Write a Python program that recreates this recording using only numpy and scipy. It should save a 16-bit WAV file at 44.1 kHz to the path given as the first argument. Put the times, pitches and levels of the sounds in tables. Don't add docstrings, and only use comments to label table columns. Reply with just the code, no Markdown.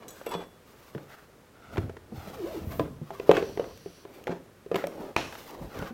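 import sys
import numpy as np
from scipy import signal
from scipy.fft import rfft, irfft
from scipy.io import wavfile
from scipy.ndimage import uniform_filter1d

SR = 44100
rng = np.random.default_rng(int(sys.argv[2]) if len(sys.argv) > 2 else 0)


def inscribe(sig):
    pcm = np.round(np.clip(np.atleast_2d(sig).T, -1, 1) * 32767)
    wavfile.write(sys.argv[1], SR, pcm.astype(np.int16))


N = 261733
TIME_S = np.arange(N) / SR
RING_S = TIME_S[:SR // 2]

# (time [s], body peak [dB], spot pitch [Hz], crack level [dB])
KNOCKS = [(0.212, -36, 525, -47.5), (0.265, -22, 476, -40), (0.339, -26, 920, -44), (0.349, -24, 467, -50),
          (0.948, -27.5, 434, -47), (0.979, -38, 360, -46.5), (1.758, -32.5, 786, -46),
          (1.77, -43, 704, -36), (1.778, -20.5, 379, -35), (1.894, -30, 417, -45.5), (1.967, -39, 422, -48),
          (2.273, -35.5, 610, -50), (2.794, -15, 470, -31), (3.104, -28, 790, -43),
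          (3.197, -23, 420, -40.5), (3.292, 0.5, 448, -34.5), (3.306, -9.5, 444, -35.5),
          (3.312, -17.5, 376, -18), (3.367, -18, 576, -27.5), (3.376, -16.5, 377, -44),
          (3.424, -17.5, 447, -40), (3.573, -24, 406, -36.5), (3.595, -14, 480, -38.5),
          (3.641, -33.5, 436, -44), (3.859, -29, 398, -54), (4.05, -33, 402, -52),
          (4.269, -24.5, 498, -34.5), (4.277, -24.5, 816, -38.5), (4.293, -19, 382, -47),
          (4.323, -26.5, 407, -54), (4.661, -32.5, 414, -58), (4.714, -16, 477, -42),
          (4.743, -17.5, 393, -33.5), (4.756, -22, 400, -29.5), (4.839, -18.5, 553, -38),
          (4.869, -24, 580, -42.5), (5.324, -37.5, 775, -44), (5.351, -49, 700, -42),
          (5.823, -31, 565, -42)]
# (frequency [Hz], level [dB], t60 [s])
BOARD_MODES = [(177.3, -16, 0.21), (397, -9.5, 0.28), (468, -5.5, 0.072), (550, -3, 0.066),
               (670, -7, 0.081), (1006, -19.5, 0.06), (1187, -20, 0.057), (1665, -33, 0.09)]
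# (frequency [Hz], level [dB])
CRACK_EQ = [(200, -11), (700, 11), (1100, 3), (1450, 2), (1900, 1.5), (2700, -3), (3400, -6), (4200, -13.5),
            (6000, -19), (10000, -28.5), (14000, -26), (16000, -53)]

def knocks(board_db=-13, crack_gain_db=11, ping_hz=1380, ping_db_per_oct=41, scatter_oct=0.17,
           contact_s=0.00091, lag_s=0.001207, spot_cycles=16, ping_cycles=22):
    out = np.zeros(N)
    for s, db, spot_hz, crack_db in KNOCKS:
        edge_hz = ping_hz * 2 ** ((crack_db - db) / ping_db_per_oct + scatter_oct * rng.standard_normal())
        ping = np.sin(2 * np.pi * edge_hz * RING_S) * fade(RING_S, ping_cycles / edge_hz)
        spot = np.sin(2 * np.pi * spot_hz * RING_S) * fade(RING_S, spot_cycles / spot_hz)
        board = undb(board_db) * ring(BOARD_MODES, scatter_db=5.5)
        onset = 1 - np.exp(-RING_S / contact_s)
        body = peaked((spot + board) * onset, db)
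        crunch = peaked(crack(CRACK_EQ, t60_s=0.027), crack_db + crack_gain_db)
        add(out, s + lag_s, body + peaked(ping, crack_db + 1) + crunch)
    return out

# (time [s], level [dB], pitch [Hz])
THUDS = [(.950, -29, 211), (.957, -28.5, 148), (1.782, -16, 101), (1.838, -23, 100.7), (1.867, -35, 150),
         (2.121, -29.5, 221), (2.14, -33, 137), (2.177, -27.5, 92), (2.274, -35.5, 195), (2.62, -29, 88),
         (2.672, -23, 90), (2.797, -23, 136), (2.802, -18, 303), (3.015, -26, 151.7), (4.294, -27.5, 264),
         (4.757, -26.5, 203), (5.001, -34, 207), (5.612, -30, 165), (5.791, -32.5, 93.5),
         (5.821, -32.5, 185), (5.906, -30.5, 231)]
# (frequency [x pitch], level [dB], t60 [s])
PANEL_MODES = [(1, 3.5, 0.1), (1.45, -10, 0.13), (2.2, -5, 0.07), (3.3, -11.5, 0.069), (5.4, -18.5, 0.039)]

def thuds(gain_db=-1, contact_s=0.00097):
    out = np.zeros(N)
    onset = 1 - np.exp(-RING_S / contact_s)
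    for s, db, hz in THUDS:
        wobble = ring(PANEL_MODES, scatter_db=1.5, pitch=hz)
        add(out, s, peaked(wobble * onset, db + gain_db))
    return out

# (time [s], slip rate [Hz])
HINGE_SLIPS = [(2.355, 572), (2.415, 376.4), (2.445, 334), (2.494, 654), (2.52, 632), (2.562, 347),
               (2.608, 294)]

def hinge_groan(level_db=-29, db_per_oct=-9.5, fade_s=0.044):
    s, hz = np.transpose(HINGE_SLIPS)
    rate_hz = np.interp(TIME_S, s, hz) * (1 + 0.03 * walk(220))
    bending = np.clip(np.minimum(TIME_S - s[0], s[-1] - TIME_S) / fade_s, 0, 1)
    gain = bending * undb(level_db + db_per_oct * np.log2(rate_hz / hz.min()) + 1.8 * walk(130))
    return gain * np.sin(2 * np.pi * np.cumsum(rate_hz) / SR)

# (time [s], peak [dB])
BOX_CORNERS = [(5.1626, -19), (5.1645, -11), (5.1666, -17.5)]
# (frequency [Hz], level [dB], t60 [s])
BOX_MODES = [(350, -9, .04), (689, -4, .04), (2470, 0, .012)]

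def box_ring(crack_db=-4):
    out = np.zeros(N)
    for s, db in BOX_CORNERS:
        note = ring(BOX_MODES, scatter_db=1)
        crunch = crack(CRACK_EQ, t60_s=0.022)
        add(out, s, peaked(note, db) + peaked(crunch, db + crack_db))
    return out

# (frequency [Hz], level [dB])
CLAP_EQ = [(120, 0), (650, 3), (1300, -4), (2000, -4), (2700, -3), (4000, -9), (6300, -16), (8000, -26),
           (16000, -35)]

def box_clap(time_s=5.165, peak_db=-9):
    out = np.zeros(N)
    pulse = colour(signal.unit_impulse(len(RING_S)), CLAP_EQ)
    add(out, time_s, peaked(pulse, peak_db))
    return out

def chatter(level_db=-14.5, db_per_db=1.255, length_s=0.1, pitch_hz=5020, db_per_oct=19, hiss_db=-24):
    rows = []
    for s, _, _, crack_db in KNOCKS:
        db = level_db + db_per_db * crack_db
        hz = pitch_hz * 2 ** (crack_db / db_per_oct)
        rows.append((s + length_s / 2, length_s, db, hz, db + hiss_db))
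    return rows

# (centre [s], length [s], level [dB], panel resonance [Hz], hiss level [dB])
STROKES = [(0.04, 0.19, -52, 900, -88), (0.18, 0.21, -55, 1530, -56.5), (0.36, 0.23, -43.5, 1000, -80),
           (0.856, 0.55, -62.5, 1180, -60.5), (1.165, 0.21, -52.5, 1670, -60), (1.664, 0.3, -55, 1380, -75),
           (1.755, 0.081, -49, 1330, -57), (2.277, 0.32, -48.5, 790, -53.5), (2.503, 0.33, -46, 705, -51),
           (2.735, 0.22, -47.5, 655, -57.5), (3.24, 0.48, -52.5, 1110, -56.5),
           (3.637, 0.26, -58.5, 980, -75), (4.138, 0.24, -64, 2500, -63), (4.33, 0.14, -49.5, 860, -75),
           (4.785, 0.16, -49.5, 1880, -58), (5.03, 0.27, -49, 810, -60), (5.39, 0.26, -60, 1650, -51.5),
           (5.61, 0.43, -51, 850, -58), (5.817, 0.24, -43, 1490, -54)]
# (frequency [Hz], level [dB])
SLEEVE_EQ = [(300, -8.5), (700, 2), (1200, 2.5), (1700, -4), (2300, -6.5), (4000, -13), (5800, -18),
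             (8000, -25.5), (14000, -67)]
# (frequency [Hz], level [dB])
BRIGHT_EQ = [(3000, 8.5), (6000, 4.5), (8000, -0.5), (10500, -1), (12500, 2.5), (14000, 6.5), (16000, 1)]

def rubbing(rows, resonance_db=-4, q=7, grip_db=2.5):
    slips = reflected(colour(grains(rate_hz=14000, spread_db=3), SLEEVE_EQ))
    hiss = reflected(colour(grains(rate_hz=18000, spread_db=1), BRIGHT_EQ))
    out = np.zeros(N)
    for s, length_s, db, hz, hiss_db in rows:
        on = np.abs(TIME_S - s) < length_s / 2
        swell = np.cos(np.pi * (TIME_S[on] - s) / length_s)
        panel = unit(signal.lfilter(*signal.iirpeak(hz, q, fs=SR), slips[on]))
        rub = unit(slips[on] + undb(resonance_db) * panel)
        out[on] += swell * (undb(db) * rub + undb(hiss_db) * hiss[on])
    return out * undb(grip_db * walk(45))

# (time [s], level [dB], tilt [dB/oct])
CLINKS = [(.082, -36.5, 6), (0.088, -39, 5), (.106, -39, 6), (.263, -36, 2), (0.292, -39.5, 1),
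          (.313, -38.5, -2), (.339, -38.5, -8)]
# (frequency [Hz], level [dB], t60 [s])
METAL_MODES = [(3424, 2, 0.29), (5656, -3, 0.078), (7920, 8, 0.043), (9420, -10, 0.15), (13100, -12, 0.11),
               (13300, 4, 0.023), (15400, -20, .2)]

def clinks(jangle_db=1, jangle_t60_s=0.087, partials=26, tick_db=-9, tick_t60_s=0.014):
    out = np.zeros(N)
    base_hz = METAL_MODES[0][0]
    for s, db, tilt in CLINKS:
        modes = [(hz, mode_db + tilt * np.log2(hz / base_hz), t60_s) for hz, mode_db, t60_s in METAL_MODES]
        jangle_hz = rng.uniform(2700, 14000, partials)
        jangle_modes = [(hz, (tilt - 3) * np.log2(hz / base_hz), jangle_t60_s) for hz in jangle_hz]
        tick = colour(rng.standard_normal(len(RING_S)) * fade(RING_S, tick_t60_s), BRIGHT_EQ)
        tones = ring(modes, scatter_db=1.5)
        jangle = ring(jangle_modes, scatter_db=9)
        add(out, s, peaked(tones, db) + peaked(jangle, db + jangle_db) + peaked(tick, db + tick_db))
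    return out

# (time [s], peak [dB])
NAIL_TICKS = [(3.775, -42), (4.24, -39), (4.762, -28), (4.87, -29), (5.508, -40), (5.79, -35)]

def nail_ticks():
    out = np.zeros(N)
    for s, db in NAIL_TICKS:
        add(out, s, peaked(crack(BRIGHT_EQ, t60_s=0.012), db))
    return out

# (centre [s], length [s], level [dB])
PUSHES = [(0.04, 0.39, -51.5), (0.37, 0.17, -43.5), (1.74, 0.055, -46.5), (2.5, 0.67, -47.5),
          (4.17, 0.22, -49.5), (5.03, 0.17, -39.5), (5.58, 0.28, -46), (5.8, 0.15, -41)]
# (frequency [Hz], level [dB])
DRAG_EQ = [(120, -15.5), (260, -3), (400, -0.5), (520, -2), (680, -7.5), (900, -14), (2000, -45.5)]

def drag(skid_db=-34, db_per_db=0.7, skid_lag_s=0.054, skid_s=0.11, judder_db=1.5):
    skids = [(s + skid_lag_s, skid_s, skid_db + db_per_db * db) for s, db, _, _ in KNOCKS]
    motion = gestures(PUSHES + skids, rest_db=-60)
    judder = undb(judder_db * walk(45))
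    friction = unit(colour(grains(rate_hz=3000, spread_db=2), DRAG_EQ))
    return motion * judder * friction

# (time [s], level [dB], squeal pitch [Hz])
GLIDE = [(3.36, -61, 15400), (3.45, -52.5, 14200), (3.6, -58, 11600), (3.71, -57.5, 12600),
         (3.82, -59.5, 11000), (4.0, -59, 10800), (4.05, -64, 9900)]
# (frequency [Hz], level [dB])
GLIDE_EQ = [(2000, -5), (3000, -0.5), (3800, -4.5), (4500, 3), (5100, -4.5), (5900, 3.5), (6600, -14),
            (7500, -13.5)]

def glide(squeal_db=-13):
    s, db, hz = np.transpose(GLIDE)
    pitch_hz = np.interp(TIME_S, s, hz) * (1 + 0.008 * walk(300))
    squeal = undb(3 * walk(40)) * np.sin(2 * np.pi * np.cumsum(pitch_hz) / SR)
    hiss = unit(colour(rng.standard_normal(N), GLIDE_EQ))
    gain = undb(np.interp(TIME_S, s, db, left=-120, right=-120))
    return gain * (hiss + undb(squeal_db) * squeal)

def swish(time_s=2.74, length_s=0.17, level_db=-54, centre_hz=14200, q=8):
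    hiss = signal.lfilter(*signal.iirpeak(centre_hz, q, fs=SR), rng.standard_normal(N))
    return gestures([(time_s, length_s, level_db)], rest_db=-np.inf) * unit(hiss)

# (centre [s], length [s], level [dB])
SWINGS = [(1.8, 0.17, -40.5), (2.35, 0.38, -50.5), (2.77, 0.39, -39.5), (3.5, 0.69, -50), (5.64, .1, -40.5),
          (5.81, 0.094, -38.5)]
# (frequency [Hz], level [dB])
AIR_EQ = [(20, -30), (45, 6.5), (90, 7), (170, 5), (280, 0.5), (600, -37)]

def draught():
    return gestures(SWINGS, rest_db=-62.5) * unit(colour(rng.standard_normal(N), AIR_EQ))

# (frequency [Hz], t60 [s])
ROOM_DECAY = [(100, 0.7), (400, 0.47), (1500, 0.43), (4000, 0.47), (14000, 0.83)]

def room_response(delay_s=0.007, build_s=0.0014):
    hz, t60_s = np.transpose(ROOM_DECAY)
    t = TIME_S[:SR]
    spectrum = rfft(rng.standard_normal(SR))
    bins_hz = np.arange(SR // 2 + 1)
    tail = np.zeros(SR)
    for low_hz in 40 * 2 ** np.arange(9):
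        band = irfft(spectrum * ((bins_hz >= low_hz) & (bins_hz < 2 * low_hz)), SR)
        tail += band * fade(t, np.interp(np.log(low_hz * np.sqrt(2)), np.log(hz), t60_s))
    tail *= 1 - np.exp(-np.maximum(t - delay_s, 0) / build_s)
    return tail / np.sqrt(np.sum(tail ** 2))

# (frequency [Hz], level [dB])
ROOM_TONE_EQ = [(20, -25), (60, -9), (150, 2), (450, -10), (1200, -1.5), (3000, -11.5), (8000, -18),
                (16000, -20.5)]

def room_tone(level_db=-61):
    return undb(level_db) * unit(colour(rng.standard_normal(N), ROOM_TONE_EQ))

def ring(modes, scatter_db, pitch=1):
    offsets_db = scatter_db * rng.standard_normal(len(modes))
    return sum(undb(db + offset_db) * np.sin(2 * np.pi * hz * pitch * RING_S) * fade(RING_S, t60_s)
               for (hz, db, t60_s), offset_db in zip(modes, offsets_db))

def crack(eq, t60_s):
    return colour(rng.choice([-1., 1.], len(RING_S)) * fade(RING_S, t60_s), eq)

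def grains(rate_hz, spread_db):
    sizes = undb(spread_db * np.minimum(rng.exponential(size=N), 4))
    return unit((rng.random(N) < rate_hz / SR) * sizes * rng.standard_normal(N))

def reflected(x, lag_s=0.00156, share=0.56):
    delay_s = lag_s * np.exp(0.3 * walk(4))
    return unit(x + share * np.interp(TIME_S - delay_s, TIME_S, x))

def gestures(rows, rest_db):
    swells = (undb(db) * np.exp(-(2 * (TIME_S - s) / length_s) ** 2) for s, length_s, db in rows)
    return np.sqrt(undb(rest_db) ** 2 + sum(swell ** 2 for swell in swells))

def walk(rate_hz):
    hold = max(int(SR / rate_hz), 1)
    steps = np.repeat(rng.standard_normal(N // hold + 1), hold)
    return unit(uniform_filter1d(steps, hold)[:N])

def colour(x, eq, size=4096):
    hz, db = np.transpose(eq)
    bins_hz = np.maximum(np.arange(size // 2 + 1) * SR / size, 1)
    gain = undb(np.interp(np.log(bins_hz), np.log(hz), db))
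    cepstrum = irfft(np.log(gain))
    cepstrum[1:size // 2] *= 2
    cepstrum[size // 2 + 1:] = 0
    impulse = irfft(np.exp(rfft(cepstrum)))
    return signal.fftconvolve(x, impulse)[:len(x)]

def undb(db):
    return 10 ** (np.asarray(db) / 20)

def unit(x):
    return x / np.sqrt(np.mean(x ** 2))

def peaked(x, db):
    return x * undb(db) / np.abs(x).max()

def fade(t, t60_s):
    return np.exp(-np.log(1000) * t / max(t60_s, 1e-4))

def add(track, time_s, sound):
    start = max(int(time_s * SR), 0)
    track[start:start + len(sound)] += sound[:len(track) - start]

def scene(low_cut_hz=65):
    sends = [(knocks(), -10), (thuds(), -11), (clinks() + nail_ticks(), -8),  # (signal, echo send [dB])
             (box_ring(), -12), (box_clap(), 5), (hinge_groan(), -8)]
    direct = sum(x for x, _ in sends)
    echo = signal.fftconvolve(sum(x * undb(db) for x, db in sends), room_response())[:N]
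    low_cut = signal.butter(2, low_cut_hz, "high", fs=SR, output="sos")
    blows = signal.sosfilt(low_cut, direct + echo)
    background = room_tone()
    handling = rubbing(STROKES + chatter()) + swish() + drag() + draught() + glide()
    return (blows + handling + background)[None]

def record(dry, top_hz=16000):
    low_pass = signal.ellip(10, 0.2, 70, top_hz, fs=SR, output="sos")
    return signal.sosfilt(low_pass, np.clip(dry, -1, 1))

dry = scene()
out = record(dry)
inscribe(out)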